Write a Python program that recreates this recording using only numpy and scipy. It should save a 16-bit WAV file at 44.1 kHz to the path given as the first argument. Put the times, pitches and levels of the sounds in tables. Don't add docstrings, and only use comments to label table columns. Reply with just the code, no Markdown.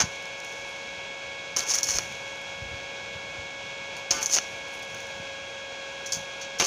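import sys
import numpy as np
from scipy import signal
from scipy.fft import rfft, irfft
from scipy.io import wavfile

SR = 44100
rng = np.random.default_rng(int(sys.argv[2]) if len(sys.argv) > 2 else 0)


def to_wav(s):
    ch = np.atleast_2d(s).T
    pcm = np.round(np.clip(ch, -1, 1) * 32767)
    wavfile.write(sys.argv[1], SR, pcm.astype(np.int16))


N = 293706
TIME = np.arange(N) / SR

# (centre t/s, half length/s, level/dB)
LOW_SWELLS = [(0.03, 0.045, -40), (2.03, 0.1, -50.5), (2.6, 0.26, -53.5), (3.2, 0.25, -54),
              (4.42, 0.15, -58), (4.92, .1, -58), (5.2, .07, -56), (6.17, 0.055, -47), (6.61, 0.031, -53)]
# (f/Hz, level/dB)
RUMBLE_COLOUR = [(20, 15.5), (35, -14), (55, -1), (100, 7.5), (200, 5), (400, -35.5)]
# (t/s, peak level/dB, f/Hz)
LOW_THUMPS = [(0.04, -25.5, 151), (1.89, -41, 70), (1.95, -35, 50), (2.622, -32, 89), (2.655, -38, 60),
              (2.714, -35, 90), (2.74, -35, 80), (2.765, -49, 60), (3.161, -39, 108), (3.39, -36, 80.5),
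              (5.2, -36.5, 174), (6.17, -37, 171)]

# (t/s, f/Hz)
FAN_PITCH = [(0, 552.7), (0.8, 552.5), (1.5, 552.8), (2.2, 552.3), (2.8, 551.9), (3.4, 552.7), (4.0, 552.2),
             (4.8, 551.6), (5.3, 549.8), (5.8, 549.6), (6.66, 550.0)]
# (blade harmonic, rms level at full speed/dB, gain as the pitch sags/(dB/Hz))
FAN_WHINE = [(1, -47.5, 1.0), (3, -48, 0.7), (4, -43, -2), (6, -48.5, 0.46)]
SHAFT_ORDERS = [6, 9, 11, 12, 14, 35, 49, 56, 63]
SHAFT_LEVELS = [-59, -62, -63, -65, -56, -60, -63, -71, -71]
# (f/Hz, level/dB)
RUSH_COLOUR = [(150, -10.5), (380, -7.5), (480, -3), (950, -3), (1200, -13.5), (1550, -3), (1900, -15),
               (2350, 0.5), (2700, -2.5), (2850, -7), (3700, -8), (4700, -13.5)]
# (f/Hz, level/dB)
RUSH_TOP_COLOUR = [(4700, -12), (6500, -12), (7300, -20), (8300, -30), (10200, -36), (11500, -45),
                   (13900, -53), (14600, -43), (15200, -40), (16000, -44)]

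# (crest t/s, top band level/dB)
FIZZ_SWELLS = [(0.0, -61.5), (0.52, -62.5), (2.0, -59), (4.41, -64), (4.97, -64), (6.12, -64)]
# (f/Hz, level/dB)
FIZZ_COLOUR = [(8000, -0.5), (10400, -3), (11500, -9.5), (13800, -15), (14800, -3), (16500, 1)]
# (t/s, top band peak level/dB, mid band against it/dB)
SLAG_TICKS = [(0.1585, -47, 6), (0.2249, -45, 2), (0.2553, -44, 9), (0.2674, -47, 6), (0.4015, -43, 12),
              (0.4473, -38, 5.5), (0.5227, -45, 8), (2.1241, -43, 0), (2.3575, -49, 13), (2.4144, -47, 8),
              (3.9666, -39, 8), (4.5231, -48, 4), (4.6833, -45, 2), (4.7386, -43, 5), (4.7444, -45, 2),
              (4.7514, -43, 0), (4.7604, -48, 0), (4.7935, -44, 3), (4.8254, -41, 7), (4.8314, -43, 9),
              (4.8474, -46, 3), (4.9023, -46, 3), (4.9463, -39.5, 10), (5.004, -39, 8), (5.0144, -47, 2),
              (5.0294, -47, 4), (5.0689, -44, 10), (5.1103, -48, 12)]
# (f/Hz, level/dB)
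SLAG_COLOUR = [(8000, -1), (10000, 0), (11300, -7), (12000, -9), (13700, -17), (14700, -1), (16500, -6)]

# (f/Hz, relative level/dB, t60/s)
TUBE_MODES = [(385, -3, .25), (461, -4, .2), (555, -3, .25), (722, -3, .25), (875, 0, .3), (1027, -2, .3),
              (1195, -1, .3), (1357, -4, .3), (1500, 0, .3), (1823, -3, .2), (2134, -2, .15),
              (2465, 0, .15), (2620, -4, .12), (2769, -2, .2), (2923, -5, .1), (3097, 0, .2),
              (3241, -4, .2), (3416, -8, .2), (3720, -7, .2), (3946, -7, .2), (4490, -6, .15),
              (4670, -6, .12), (4760, -4, .18), (5229, -4, .14), (5348, -4, .14), (5585, -1, .12),
              (5766, -3, .12), (6240, 0, .12), (6336, -2, .08), (6492, -3, .12)]
# (t/s, contact/s, low mode drive/dB, high mode drive/dB)
KNOCKS = [(0.002, 0.018, -34.5, -31), (1.562, 0.078, -39.5, -40), (4.107, 0.089, -35, -37),
          (6.059, 0.009, -57, -52), (6.121, 0.046, -62, -41), (6.413, 0.016, -60, -43.5),
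          (6.598, 0.034, -32.5, -29)]

# (f/Hz, level/dB)
ARC_COLOUR = [(100, -24), (600, -14.5), (3600, -17.5), (4500, -10.5), (5500, -2.5), (6350, 2), (7000, -6),
              (7600, -19), (9400, -28), (10700, -21), (13800, -36.5), (14800, -25.5), (15500, -32),
              (16500, -55)]
# (f/Hz, width/Hz, gain/dB)
ARC_HUMPS = [(2440, 200, 4), (2920, 200, 4), (4000, 200, -5), (4330, 250, 4), (4950, 400, -3),
             (5430, 200, 2), (8000, 250, -5), (8740, 250, 3), (9100, 150, -6), (9480, 250, 5),
             (10000, 300, -6)]
# (t/s, rise/s, burn/s, sizzle level/dB, fall/(dB/s),
# low roar against the sizzle/dB, top air against the sizzle/dB)
ARC_FLARES = [(0.0, 0.00033, 0.02, -26.5, 1500, -2, -16), (1.563, .001, 0.026, -31.5, 350, -9, -7.5),
              (1.655, 0.042, 0.031, -28, 900, -12, -12.5), (1.736, 0.00083, 0.019, -27.5, 700, -10.5, -9.5),
              (1.774, .005, 0.01, -32.5, 600, -7, -9), (1.829, 0.00078, 0.023, -29, 900, -17, -8.5),
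              (1.85, 0.038, 0.02, -29, 300, -9.5, -10), (1.925, 0.014, 0.034, -29, 1500, -10.5, -13),
              (1.984, 0.00086, 0.0019, -29, 2000, 3, -8), (3.966, .002, .01, -52, 300, -20, -5),
              (4.106, 0.0015, 0.0066, -22, 600, -10.5, -14.5), (4.13, .001, .03, -39.5, 300, -6, -10),
              (4.199, 0.027, 0.011, -34.5, 500, -4.5, -5), (4.259, .001, 0.0076, -35, 500, -27, -7),
              (4.291, 0.041, 0.021, -23.5, 400, -16, -12), (4.361, 0.009, 0.019, -33.5, 3000, 0.5, -17),
              (6.058, 0.0028, 0.0052, -36, 500, -20, -13), (6.121, .002, 0.004, -24.5, 450, -35, -11),
              (6.412, 0.0023, 0.0036, -37.5, 448, -16, -25), (6.585, .001, .01, -37, 500, -13, -10),
              (6.597, .001, 0.0054, -27, 400, 4.5, -8.5), (6.634, 0.0095, .02, -27, 400, -10, -10)]
# (t/s, mid band peak level/dB, low band against it/dB, top band against it/dB)
ARC_POPS = [(0.0032, -10, -12, -25), (0.0115, -10, -7, -27), (0.0202, -15, -3, -29),
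            (1.5643, -12, -12, -19), (1.5693, -9, -15, -20), (1.593, -14, -9, -18), (1.6055, -17, -23, -15),
            (1.6959, -14, -21, -19), (1.7018, -14, -26, -20), (1.7107, -14, -15, -20),
            (1.7159, -14, -26, -19), (1.7383, -11, -29, -24), (1.742, -11, -29, -23),
            (1.7543, -13, -14, -13), (1.7658, -15, -25, -18), (1.7864, -10, -25, -26),
            (1.8085, -27, -13, -10), (1.8317, -9, -30, -15), (1.839, -14, -26, -17),
            (1.8449, -15, -25, -22), (1.889, -17, -10, -16), (1.8986, -14, -26, -18),
            (1.9061, -15, -25, -16), (1.937, -20, -20, -16), (1.9855, -9, -8, -19), (4.1083, -13, -10, -19),
            (4.1123, -7, -14, -22), (4.1876, -31, 0, -9), (4.2288, -15, -25, -7), (4.2596, -9, -31, -23),
            (4.2661, -17, -23, -22), (4.2979, -22, -7, -14), (4.3351, -12, -28, -21),
            (4.3405, -9, -31, -14), (4.3433, -9, -31, -22), (4.3469, -10, -19, -21),
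            (4.3521, -10, -30, -26), (4.3665, -14, -3, -22), (4.3724, -13, -13, -24),
            (4.3859, -11, -5, -22), (6.1218, -16, -24, -19), (6.1255, -14, -26, -21), (6.5998, -13, 1, -15),
            (6.604, -14, -4, -15), (6.6102, -15, -4, -21), (6.651, -15, -14, -18)]

LOW_HZ, TOP_HZ = 3300, 8600


def from_db(db):
    return 10 ** (np.asarray(db) / 20)


def unit_power(x):
    return x / np.sqrt(np.mean(x ** 2) + 1e-20)


def unit_energy(pulse):
    return pulse / np.sqrt(np.sum(pulse ** 2))


def through(x, pulse):
    return signal.fftconvolve(x, pulse)[:N]


def drift(rate_hz):
    step, settle = 40, 2000
    pole = np.exp(-2 * np.pi * step * rate_hz / SR)
    noise = rng.standard_normal(N // step + settle + 2)
    slow = signal.lfilter([1], [1, -2 * pole, pole * pole], noise)[settle:]
    return np.interp(np.arange(N) / step, np.arange(len(slow)), unit_power(slow))


def envelope_db(start_s, full_s, release_s, up_db_per_s, down_db_per_s):
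    climb = -up_db_per_s * np.maximum(full_s - TIME, 0) - 200 * (TIME < start_s)
    return climb - down_db_per_s * np.maximum(TIME - release_s, 0)


def equaliser(colour, low_hz=0, high_hz=SR, humps=(), size=8192):
    hz = np.maximum(np.arange(size // 2 + 1) * SR / size, 1)
    points_hz, level_db = np.transpose(colour)
    shape_db = np.interp(np.log(hz), np.log(points_hz), level_db)
    shape_db += sum(db * np.exp(-2 * ((hz - centre) / width) ** 2) for centre, width, db in humps)
    edges = np.log1p((low_hz / hz) ** 12) + np.log1p((hz / high_hz) ** 12)
    cepstrum = irfft(np.log(from_db(shape_db)) - edges / 2)
    cepstrum[1:size // 2] *= 2
    cepstrum[size // 2 + 1:] = 0
    return unit_energy(irfft(np.exp(rfft(cepstrum))))


def crackle(per_s, spread_db):
    sizes = from_db(spread_db * np.minimum(rng.exponential(1, N), 4)) * rng.choice([-1, 1], N)
    return unit_power(sizes) * (rng.random(N) < per_s / SR) * np.sqrt(SR / per_s)


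def snaps(times, peaks_db, bands, decay_s, size=160):
    splinters = rng.standard_normal((len(times), size)) * np.exp(-np.arange(size) / (decay_s * SR))
    out = np.zeros(N + size + len(bands[0]))
    for t, splinter, band_peaks_db in zip(times, splinters, peaks_db):
        start = round(t * SR)
        for band, peak_db in zip(bands, band_peaks_db):
            snap = signal.fftconvolve(splinter, band)
            out[start:start + len(snap)] += from_db(peak_db) * snap / np.abs(snap).max()
    return out[:N]


def room(x, t60_s=0.09, wet_db=-18.5, predelay_s=0.003):
    t = np.arange(SR // 2) / SR
    tail = rng.standard_normal(len(t)) * from_db(-60 * t / t60_s) * (t > predelay_s)
    return x + from_db(wet_db) * through(x, unit_energy(tail))


def rumble_and_thumps(stir_db=-57):
    swells = sum(from_db(db) * np.exp(-((TIME - t) / half_s) ** 2) for t, half_s, db in LOW_SWELLS)
    gain = (from_db(stir_db) + swells) * from_db(2.5 * drift(12))
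    out = gain * through(rng.standard_normal(N), equaliser(RUMBLE_COLOUR))
    for t, peak_db, hz in LOW_THUMPS:
        cycles = (TIME - t) * hz
        out -= from_db(peak_db) * np.exp(-(cycles / 0.6) ** 2) * np.cos(2 * np.pi * cycles)
    return out


def fan(blades=7, full_speed_hz=552.4, rush_db=-40.5):
    pitch_hz = np.interp(TIME, *np.transpose(FAN_PITCH))
    shaft_turns = np.cumsum(pitch_hz + 0.5 * drift(25.8)) / SR / blades
    rush_gain = from_db(rush_db + 0.45 * drift(9.4))
    out = rush_gain * through(rng.standard_normal(N), equaliser(RUSH_COLOUR + RUSH_TOP_COLOUR[1:]))
    sag_hz = full_speed_hz - pitch_hz
    whine = [(blades * harmonic, db + db_per_hz * sag_hz) for harmonic, db, db_per_hz in FAN_WHINE]
    for order, level_db in whine + list(zip(SHAFT_ORDERS, SHAFT_LEVELS)):
        phase = 2 * np.pi * (order * shaft_turns + rng.random())
        out += np.sqrt(2) * from_db(level_db + 0.56 * drift(7)) * np.sin(phase)
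    return out


def cooling_fizz(mid, swell_db_per_s=50, cool_db_per_s=29.5, cold_db=-96):
    heat = sum(from_db(db + envelope_db(0, t, t, swell_db_per_s, cool_db_per_s)) ** 2
               for t, db in FIZZ_SWELLS)
    fizz = unit_power(rng.standard_normal(N) + 0.45 * crackle(70, spread_db=3))
    fizz *= np.sqrt(heat + from_db(cold_db) ** 2) * from_db(1.3 * drift(14))
    flicker = from_db(-14 + 7.9 * drift(5.6))
    shimmer = through(fizz * flicker, equaliser(FIZZ_COLOUR, low_hz=10200, high_hz=12200))
    sheen = through(fizz, equaliser(FIZZ_COLOUR, low_hz=TOP_HZ))
    body = from_db(12) * through(fizz, mid)
    return body + sheen + shimmer


def slag_ticks(mid):
    times, top_db, mid_db = np.transpose(SLAG_TICKS)
    peaks_db = np.transpose([top_db + mid_db, top_db])
    return snaps(times, peaks_db, (mid, equaliser(SLAG_COLOUR, low_hz=TOP_HZ)), decay_s=0.0015)


def tube_ring(modes, size=14000):
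    t = np.arange(size) / SR
    ring = sum(from_db(db - 60 * t / t60) * np.sin(2 * np.pi * hz * t) for hz, db, t60 in modes)
    return unit_energy(ring)


def tube_knocks(attack_decay_s=0.0032):
    low_drive, high_drive = np.zeros((2, N))
    roughness = rng.standard_normal(N)
    for t, contact_s, low_db, high_db in KNOCKS:
        touching = (TIME >= t) & (TIME < t + contact_s)
        scrape = roughness * touching * (1 + 2 * np.exp(-np.abs(TIME - t) / attack_decay_s))
        low_drive += from_db(low_db) * scrape
        high_drive += from_db(high_db) * scrape
    low_ring = tube_ring([mode for mode in TUBE_MODES if mode[0] < LOW_HZ])
    high_ring = tube_ring([mode for mode in TUBE_MODES if mode[0] >= LOW_HZ])
    return through(low_drive, low_ring) + through(high_drive, high_ring)


def arc_pops(bands):
    times, mid_db, low_db, top_db = np.transpose(ARC_POPS)
    peaks_db = np.transpose([mid_db + low_db, mid_db, mid_db + top_db])
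    return snaps(times, peaks_db, bands, decay_s=0.0005)


def arc_sizzle(bands, rise_db=15, glow_db=-13.5, glow_fall_db_per_s=171, spits_db=-9.5):
    band_powers, burning = np.zeros((3, N)), np.zeros(N, bool)
    for t, rise_s, burn_s, level_db, fall_db_per_s, roar_db, air_db in ARC_FLARES:
        full_s, end_s = t + rise_s + 1e-4, t + rise_s + burn_s
        flare = from_db(level_db + envelope_db(t, full_s, end_s, rise_db / (full_s - t), fall_db_per_s))
        glow = from_db(level_db + glow_db + envelope_db(full_s, full_s, end_s, 0, glow_fall_db_per_s))
        band_powers += (flare ** 2 + glow ** 2) * from_db([[roar_db], [0], [air_db]]) ** 2
        burning |= (TIME >= t) & (TIME < end_s)
    sparks = unit_power(crackle(2200, spread_db=2.8) + 1.2 * rng.standard_normal(N))
    sparks *= from_db(2.4 * drift(180))
    sparks += burning * from_db(spits_db) * crackle(180, spread_db=2)
    return sum(through(sparks * np.sqrt(power), band) for power, band in zip(band_powers, bands))


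def scene():
    edges_hz = [(0, LOW_HZ), (LOW_HZ, TOP_HZ), (TOP_HZ, SR)]
    bands = [equaliser(ARC_COLOUR, *edges, humps=ARC_HUMPS) for edges in edges_hz]
    mid = bands[1]
    weld = arc_sizzle(bands) + arc_pops(bands) + tube_knocks() + cooling_fizz(mid) + slag_ticks(mid)
    return (room(weld) + fan() + rumble_and_thumps())[None]


def record(dry, bass_hz=45, edge_hz=15480, cutoff_hz=16400):
    thinned = signal.sosfilt(signal.butter(5, bass_hz, "high", fs=SR, output="sos"), dry)
    softened = signal.sosfilt(signal.ellip(7, 0.5, 28, edge_hz, fs=SR, output="sos"), thinned)
    return signal.sosfilt(signal.ellip(10, 0.2, 90, cutoff_hz, fs=SR, output="sos"), softened)


dry = scene()
out = record(dry)
to_wav(out)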